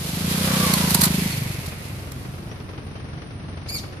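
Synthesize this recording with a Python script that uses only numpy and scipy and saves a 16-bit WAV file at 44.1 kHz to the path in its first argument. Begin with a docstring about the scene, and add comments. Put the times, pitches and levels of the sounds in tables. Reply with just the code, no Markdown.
"""Open grassland, beside a gritty track. A small single-cylinder vehicle putters past, close by:
its firings excite the resonances of the exhaust pipe, its casing clatters with a Doppler shift, its
drive whines and loose metal clinks. The tyres hiss with many tiny impacts and crack a few stones.
As it fades, another engine is heard idling nearby, insects shrill in a narrow band, far birds chirp
and one bird gives a single harsh screech, which reverberates off the trees."""
import sys
import numpy as np
from scipy import signal
from scipy.fft import rfft, irfft, next_fast_len
from scipy.io import wavfile
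from scipy.ndimage import map_coordinates

SR = 44100
rng = np.random.default_rng(int(sys.argv[2]) if len(sys.argv) > 2 else 0)


def waveform_to_disk(signal):
    """Save audio, clipped to [-1, 1], as 16-bit WAV at the path in sys.argv[1]."""
    frames = np.transpose(np.atleast_2d(signal))
    scaled = np.clip(frames, -1, 1) * 32767
    samples = np.round(scaled).astype(np.int16)
    wavfile.write(sys.argv[1], SR, samples)


N = 176400


def amp(db):
    """Amplitude ratio of a level in decibels."""
    return 10 ** (np.asarray(db) / 20)

def unit(x):
    """Normalisation to rms 1."""
    return x / np.sqrt(np.mean(x ** 2) + 1e-20)

def clock():
    """Time of every sample, t/s."""
    return np.arange(N) / SR

def curve(rows, column=1):
    """Linear interpolation of one column of a time table, per sample."""
    columns = np.transpose(rows)
    return np.interp(clock(), columns[0], columns[column])

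def along(points, hz):
    """Interpolation of (f/Hz, value) points on a logarithmic frequency axis."""
    f, values = np.transpose(points)
    return np.interp(np.log(hz + 1), np.log(f + 1), values)

def wobble(rate):
    """Smooth random modulation: a spline through `rate` Gaussian knots a second."""
    knots = rng.standard_normal(int(N * rate / SR) + 4)
    return map_coordinates(knots, [np.arange(N) * rate / SR])

def filtered(x, response):
    """Linear filtering: the spectrum is multiplied by a frequency response."""
    size = next_fast_len(N + SR // 2)
    return irfft(rfft(x, size) * response(np.fft.rfftfreq(size, 1 / SR)), size)[..., :N]

def pan(db):
    """Left and right gains for a level difference, left minus right."""
    return unit(amp(np.array([[db], [-db]]) / 2))

# Correlation of left and right: f/Hz, coefficient
CORRELATION = [(30, 0.84), (130, 0.94), (290, 0.79), (640, 0.45), (1400, -0.098), (12000, -0.027)]
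def noise(response, grain=1):
    """Partially coherent stereo noise of rms 1, nearly mono in the bass and wide in the treble."""
    def mid_and_side(hz):
        angle = np.arccos(np.clip(along(CORRELATION, hz), -1, 1)) / 2
        return response(hz) * np.array([np.cos(angle), np.sin(angle)])
    mid, side = filtered(grain * rng.standard_normal((2, N)), mid_and_side)
    return unit(np.array([mid + side, mid - side]))

def shaped_noise(spectrum, grain=1):
    """Spectral shaping of stereo noise by (f/Hz, level/dB) points."""
    return noise(lambda hz: amp(along(spectrum, hz)), grain)


# Firing rate of the passing engine: t/s, f/Hz
FIRING_RATE = [(0, 26.16), (.1, 24.25), (.3, 29.93), (.5, 32.42), (.7, 29.36), (.9, 26.45), (1.25, 25.77),
               (1.7, 21.93)]
def firing_cycles():
    """Phase, counted in firings, is the time integral of the firing rate."""
    return .74 + np.cumsum(curve(FIRING_RATE)) / SR

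# Exhaust pulses: t/s, level/dB, pitch ratio of the pipe
EXHAUST_PULSES = [(0, -18.5, 0.86), (.17, -12.5, 0.96), (.5, -10, 1.03), (.75, -8, 0.98), (1.1, -7.3, 0.96),
                  (1.27, -9.5, 1.0), (1.3, -16, 0.8), (1.39, -10.5, 0.68), (1.51, -14, .68),
                  (1.56, -29, .68), (2.5, -42, 0.68)]
# Uneven coughs off the throttle: t/s, level/dB
COUGHS = [(1.585, -19), (1.676, -17.5), (1.928, -19), (1.978, -22), (2.286, -18.5), (2.338, -20.5),
          (2.464, -21)]
# Pipe modes: f/Hz at pitch ratio 1, relative level/dB, T60/s
PIPE_MODES = [(177.6, 6.5, 0.04), (94.6, -10, 0.11), (226, -19.5, 0.039), (402, -16, 0.056)]
def exhaust(cough_pitch=.64, rise_s=.0039, scatter_db=.83, detuning=.012, low_cut_hz=70):
    """Impulse excitation: each firing or cough sets the damped modes of the pipe ringing."""
    out, t = np.zeros(N + SR), np.arange(SR // 8) / SR
    level, pitch = curve(EXHAUST_PULSES), curve(EXHAUST_PULSES, column=2)
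    firings = np.flatnonzero(np.diff(np.floor(firing_cycles())))
    pulses = [(start, level[start], pitch[start]) for start in firings]
    pulses += [(round(s * SR), db, cough_pitch) for s, db in COUGHS]
    attack = 1 - np.exp(-(t / rise_s) ** 2)
    for start, pulse_db, ratio in pulses:
        for hz, db, t60 in PIPE_MODES:
            decay = amp(pulse_db + db + scatter_db * rng.normal() - 60 * t / t60)
            mode_hz = hz * ratio * (1 + detuning * rng.normal())
            out[start:start + len(t)] -= attack * decay * np.sin(2 * np.pi * mode_hz * t)
    return filtered(out[:N], lambda hz: 1 - np.exp(-(hz / low_cut_hz) ** 2))

# Growl on the approach: t/s, level/dB
GROWL_LEVEL = [(.1, -64), (.45, -36.5), (.66, -33.5), (.85, -75)]
# Its harmonics: multiple of the firing rate, relative level/dB
GROWL_HARMONICS = [(16, -2), (17, -1)]
def growl():
    """Directivity: high harmonics of the firing rate stand out while the engine faces the listener."""
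    cycles = firing_cycles()
    harmonics = sum(amp(db) * np.sin(2 * np.pi * (round(k) * cycles + rng.random()) + wobble(19.6) / 2)
                    for k, db in GROWL_HARMONICS)
    return amp(curve(GROWL_LEVEL)) * harmonics

# Clatter, with one jolt just after the pass: t/s, level/dB
CLATTER_LEVEL = [(0, -47), (.35, -36), (.47, -29.5), (.65, -29.5), (.82, -31), (1.02, -37), (1.05, -28),
                 (1.1, -38.5), (1.5, -46.5), (2.2, -52), (4, -80)]
# Casing resonances at rest: f/Hz, bandwidth/Hz, relative level/dB
CASING_MODES = [(520, 186, -5), (1065, 356, -1), (1600, 530, -4.5), (2180, 280, -5), (3150, 300, -9)]
def clatter(doppler=.09, pass_s=.72, glide_s=.16, pulse_depth=.27):
    """Doppler effect: the resonances of the casing, rattling with the firings, sink as it goes by."""
    def resonances(f):
        return sum((-1) ** k * amp(db) * 1j * f * width / (hz * hz - f * f + 1j * f * width)
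                   for k, (hz, width, db) in enumerate(CASING_MODES))
    frequency_ratio = 1 - doppler * np.tanh((clock() - pass_s) / glide_s)
    emitted_at = np.cumsum(frequency_ratio)
    shifted = np.array([map_coordinates(side, [emitted_at], mode="mirror") for side in noise(resonances)])
    pulsing = 1 + pulse_depth * np.cos(2 * np.pi * (firing_cycles() - .3))
    return shifted * amp(curve(CLATTER_LEVEL)) * pulsing

# Whine of the drive: t/s, f/Hz, level/dB
WHINE_GLIDE = [(.4, 1200, -58), (.54, 1167, -39), (.65, 1128, -30), (.8, 996, -35), (.9, 977, -42),
               (1, 952, -38), (1.07, 950, -37), (1.17, 938.7, -90)]
# Its harmonics: multiple, relative level/dB
WHINE_HARMONICS = [(1, 0), (2, -9)]
def whine(width_hz=90):
    """Line broadening: random modulation blurs the drive's whine, which sinks during the pass."""
    phase = 2 * np.pi * np.cumsum(curve(WHINE_GLIDE)) / SR
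    bands = sum(amp(db) * (wobble(width_hz) * np.sin(k * phase) + wobble(width_hz) * np.cos(k * phase))
                for k, db in WHINE_HARMONICS)
    return amp(curve(WHINE_GLIDE, column=2)) * bands

# Tyres on grit: t/s, level/dB
TYRE_LEVEL = [(0, -33), (.3, -27.5), (.6, -23.5), (1.06, -24), (1.12, -27.5), (1.33, -30.5), (1.55, -36.5),
              (1.9, -43), (2.35, -49), (2.7, -62), (4, -82)]
# Spectrum of the grit: f/Hz, relative level/dB
GRIT_SPECTRUM = [(60, -16), (400, -2), (1300, -6.5), (2400, -1.5), (3300, -1.5), (4400, 0), (5700, -4),
                 (8200, -6.5), (10700, -2.5), (13000, -4.5), (14300, -12.5)]
def tyres(spikiness_db=1.5):
    """Incoherent superposition: a dense spray of tiny grit impacts merges into a hiss."""
    grains = amp(spikiness_db * wobble(2500) + .88 * wobble(120))
    return shaped_noise(GRIT_SPECTRUM, grains) * amp(curve(TYRE_LEVEL) + 1.1 * wobble(17.78))

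# Crunch of the track behind the vehicle: t/s, level/dB
CRUNCH_LEVEL = [(.9, -55), (1.2, -35.5), (1.4, -39.5), (1.9, -48.5), (2.5, -64)]
# Its spectrum: f/Hz, relative level/dB
CRUNCH_SPECTRUM = [(1200, -22), (2000, 3.5), (2600, 2), (4000, -23.5)]
def crunch():
    """Band-limited noise: a dull tyre crunch swells just after the pass, then fades."""
    return shaped_noise(CRUNCH_SPECTRUM) * amp(curve(CRUNCH_LEVEL))

# Stones under the tyres: t/s, level/dB, T60/s
STONE_CRACKS = [(0.739, -8, 0.023), (.907, -16.5, 0.077), (.948, -6.3, 0.04), (1.016, -9.3, 0.051),
                (1.0395, -7.5, 0.053), (1.056, -14, 0.047), (1.665, -30.5, .04), (2.1203, -27, .018)]
# Their spectrum: f/Hz, relative level/dB
STONE_SPECTRUM = [(200, -15), (1000, 1.5), (3300, -4.5), (4200, 6), (5600, -1), (8000, 2), (11000, 4.5),
                  (14000, 3.5)]
def stones(rise_to_decay=.62):
    """Fracture transients: noise grows exponentially as a stone grinds, and decays once it cracks."""
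    envelope = np.zeros(N)
    for crack_s, db, t60 in STONE_CRACKS:
        t = clock() - crack_s
        envelope += amp(db - 60 * np.maximum(t, -t / rise_to_decay) / t60)
    return envelope * shaped_noise(STONE_SPECTRUM, grain=amp(2.1 * wobble(1500)))

# Clinks on the vehicle: t/s, level/dB
METAL_STRIKES = [(.736, -15), (1.013, -21), (1.321, -23.5)]
def clinks(hz=4320, t60=.054, rise_s=.0014):
    """Damped free vibration: a loose metal part rings briefly, with an unsteady phase."""
    out = np.zeros(N)
    for strike_s, db in METAL_STRIKES:
        t = np.maximum(clock() - strike_s, 0)
        envelope = amp(db - 60 * t / t60) * (1 - np.exp(-t / rise_s))
        out += envelope * np.sin(2 * np.pi * hz * t + wobble(400))
    return out


# Hum of the idling engine: multiple of the firing rate, rms level/dB
HUM_HARMONICS = [(2, -51), (3, -47), (4, -41), (6, -46.5)]
# Spectrum of its thud: f/Hz, relative level/dB
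THUD_SPECTRUM = [(20, -37.5), (45, -27), (80, 1.5), (140, 0), (190, -4.5), (300, -8.5), (450, -17.5),
                 (1000, -30.5), (3000, -80)]
# Spectrum of its tick: f/Hz, relative level/dB
TICK_SPECTRUM = [(100, -7), (350, -0.5), (600, -1.5), (900, -6.5), (1150, -5), (1500, -7.5), (2500, -10.5),
                 (4000, -16.5), (6000, -19), (7500, -54)]
def idling_engine(firing_hz=22.68, thud_db=-36.5, tick_db=-42):
    """Amplitude modulation: alternately strong and weak firings pulse noise over a harmonic hum."""
    cycles = firing_hz * clock() + 1.03
    age = cycles % 1
    pulse = np.exp(-age / .36) * (1 - np.exp(-age / .047))
    pulse /= pulse.max()
    swing_db = 6 - 2.5 * (np.floor(cycles) % 2)  # every second firing is weaker
    hum = np.zeros(N)
    for k, db in HUM_HARMONICS:
        peak = np.sqrt(2) * amp(db + 1.8 * wobble(6.31))
        hum += peak * np.sin(2 * np.pi * (round(k) * cycles + rng.random()) + .42 * wobble(6.02))
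    thud = unit(shaped_noise(THUD_SPECTRUM) * amp(pulse * swing_db))
    tick = unit(shaped_noise(TICK_SPECTRUM) * amp(pulse * (swing_db + 1.8 * wobble(20))))
    return hum + amp(thud_db) * thud + amp(tick_db) * pan(2.2) * tick


# The bird's call: t/s, fundamental f/Hz, level/dB
SCREECH_CONTOUR = [(3.677, 3450, -49), (3.685, 3104, -48), (3.688, 2358, -33), (3.7, 2265, -27.5),
                   (3.713, 2330, -31), (3.738, 2400, -30.5), (3.75, 2335, -28), (3.774, 2235, -27),
                   (3.779, 2220, -37), (3.783, 3080, -39), (3.8, 2430, -50)]
# Its harmonics: multiple, relative level/dB, left minus right/dB
SCREECH_HARMONICS = [(1, -11.5, -8), (2, -2.5, 0.5), (3, -12, 2), (4, -10.5, 4), (5, -11.5, -4),
                     (6, -28, -1)]
# Its rasp: t/s, level/dB
RASP_LEVEL = [(3.665, -58), (3.69, -42), (3.73, -51), (3.77, -47), (3.785, -33.5), (3.8, -36.5),
              (3.82, -52)]
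# Spectrum of the rasp: f/Hz, relative level/dB
RASP_SPECTRUM = [(2000, -22), (3500, -5), (4500, 0.5), (5500, -4), (7000, -11), (9500, -12), (13000, -23)]
def screech(jitter=.01, flutter_db=2, hoarseness=.22, width_hz=950):
    """Noise sidebands make each higher harmonic hoarser in a bird's call that breaks into a rasp."""
    t = clock()
    gate = lambda rows: (t > rows[0][0]) * (t < rows[-1][0])
    pitch_hz = curve(SCREECH_CONTOUR) * (1 + jitter * wobble(500))
    phase = 2 * np.pi * np.cumsum(pitch_hz) / SR
    envelope = amp(curve(SCREECH_CONTOUR, column=2) + flutter_db * wobble(250)) * gate(SCREECH_CONTOUR)
    rasp = shaped_noise(RASP_SPECTRUM) * amp(curve(RASP_LEVEL)) * gate(RASP_LEVEL)
    voice = np.zeros((2, N))
    for k, db, balance_db in SCREECH_HARMONICS:
        fuzz = np.array([wobble(width_hz) + 1j * wobble(width_hz) for _ in range(2)])
        tone = np.exp(1j * (round(k) * phase + 2 * np.pi * rng.random((2, 1))))
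        voice += amp(db) * pan(balance_db) * unit(np.real(tone * (1 + hoarseness * k * fuzz)))
    return envelope * voice + rasp

def among_trees(call, echo_db=-9, t60=.49):
    """Reverberation: reflections off the trees add an exponentially decaying tail to a call."""
    tail = rng.standard_normal((2, SR // 2)) * amp(-60 * clock()[:SR // 2] / t60)
    tail /= np.linalg.norm(tail[0])
    return call + amp(echo_db) * signal.fftconvolve(call, tail, axes=1)[:, :N]

# Spectrum of the insects: f/Hz, relative level/dB
INSECT_SPECTRUM = [(7800, -42), (8800, -8), (9250, 16), (9700, 4), (10100, -26)]
def insects(level_db=-59):
    """Narrow-band noise: a continuous shrill from the grass, flickering slightly in level."""
    return amp(level_db + 1.9 * wobble(60)) * shaped_noise(INSECT_SPECTRUM)

# Notes of small far birds: t/s, duration/s, start f/Hz, end f/Hz, level/dB
BIRD_NOTES = [(2.485, .06, 5300, 6100, -51), (2.94, .07, 2800, 3300, -53)]
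def chirps(jitter=.021):
    """Frequency sweeps: each short note rises in pitch under a half-sine envelope."""
    out = np.zeros(N)
    for start_s, duration, from_hz, to_hz, db in BIRD_NOTES:
        progress = np.clip((clock() - start_s) / duration, 0, 1)
        hz = (from_hz + (to_hz - from_hz) * progress) * (1 + jitter * wobble(400))
        out += amp(db) * np.sin(np.pi * progress) * np.sin(2 * np.pi * np.cumsum(hz) / SR)
    return out


def scene():
    """Superposition: the pressures of the passing vehicle, the idling engine and the wildlife add."""
    vehicle = exhaust() + growl() + clatter() + whine() + tyres() + crunch() + stones() + clinks()
    return vehicle + idling_engine() + insects() + among_trees(screech()) + chirps()

# Imbalance of the two microphone ports: f/Hz, left minus right/dB
PORT_BALANCE = [(250, .3), (600, -2), (1500, -1.5), (2400, -2.5), (3300, 0), (4600, 3.3), (6000, 3),
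                (7500, -2.5), (9000, -7), (11000, -12.5)]
def record(dry, cutoff_hz=14350):
    """Frequency response: both ports are band-limited, and the left is duller in the high treble."""
    def response(hz):
        gains = amp(np.array([[1], [-1]]) * along(PORT_BALANCE, hz) / 2)
        gains /= np.sqrt(np.mean(gains ** 2, axis=0))
        low_pass = np.clip((cutoff_hz - hz) / 100 + 1 / 2, 0, 1)
        return gains * low_pass
    return filtered(dry, response)


dry = scene()
out = record(dry)
waveform_to_disk(out)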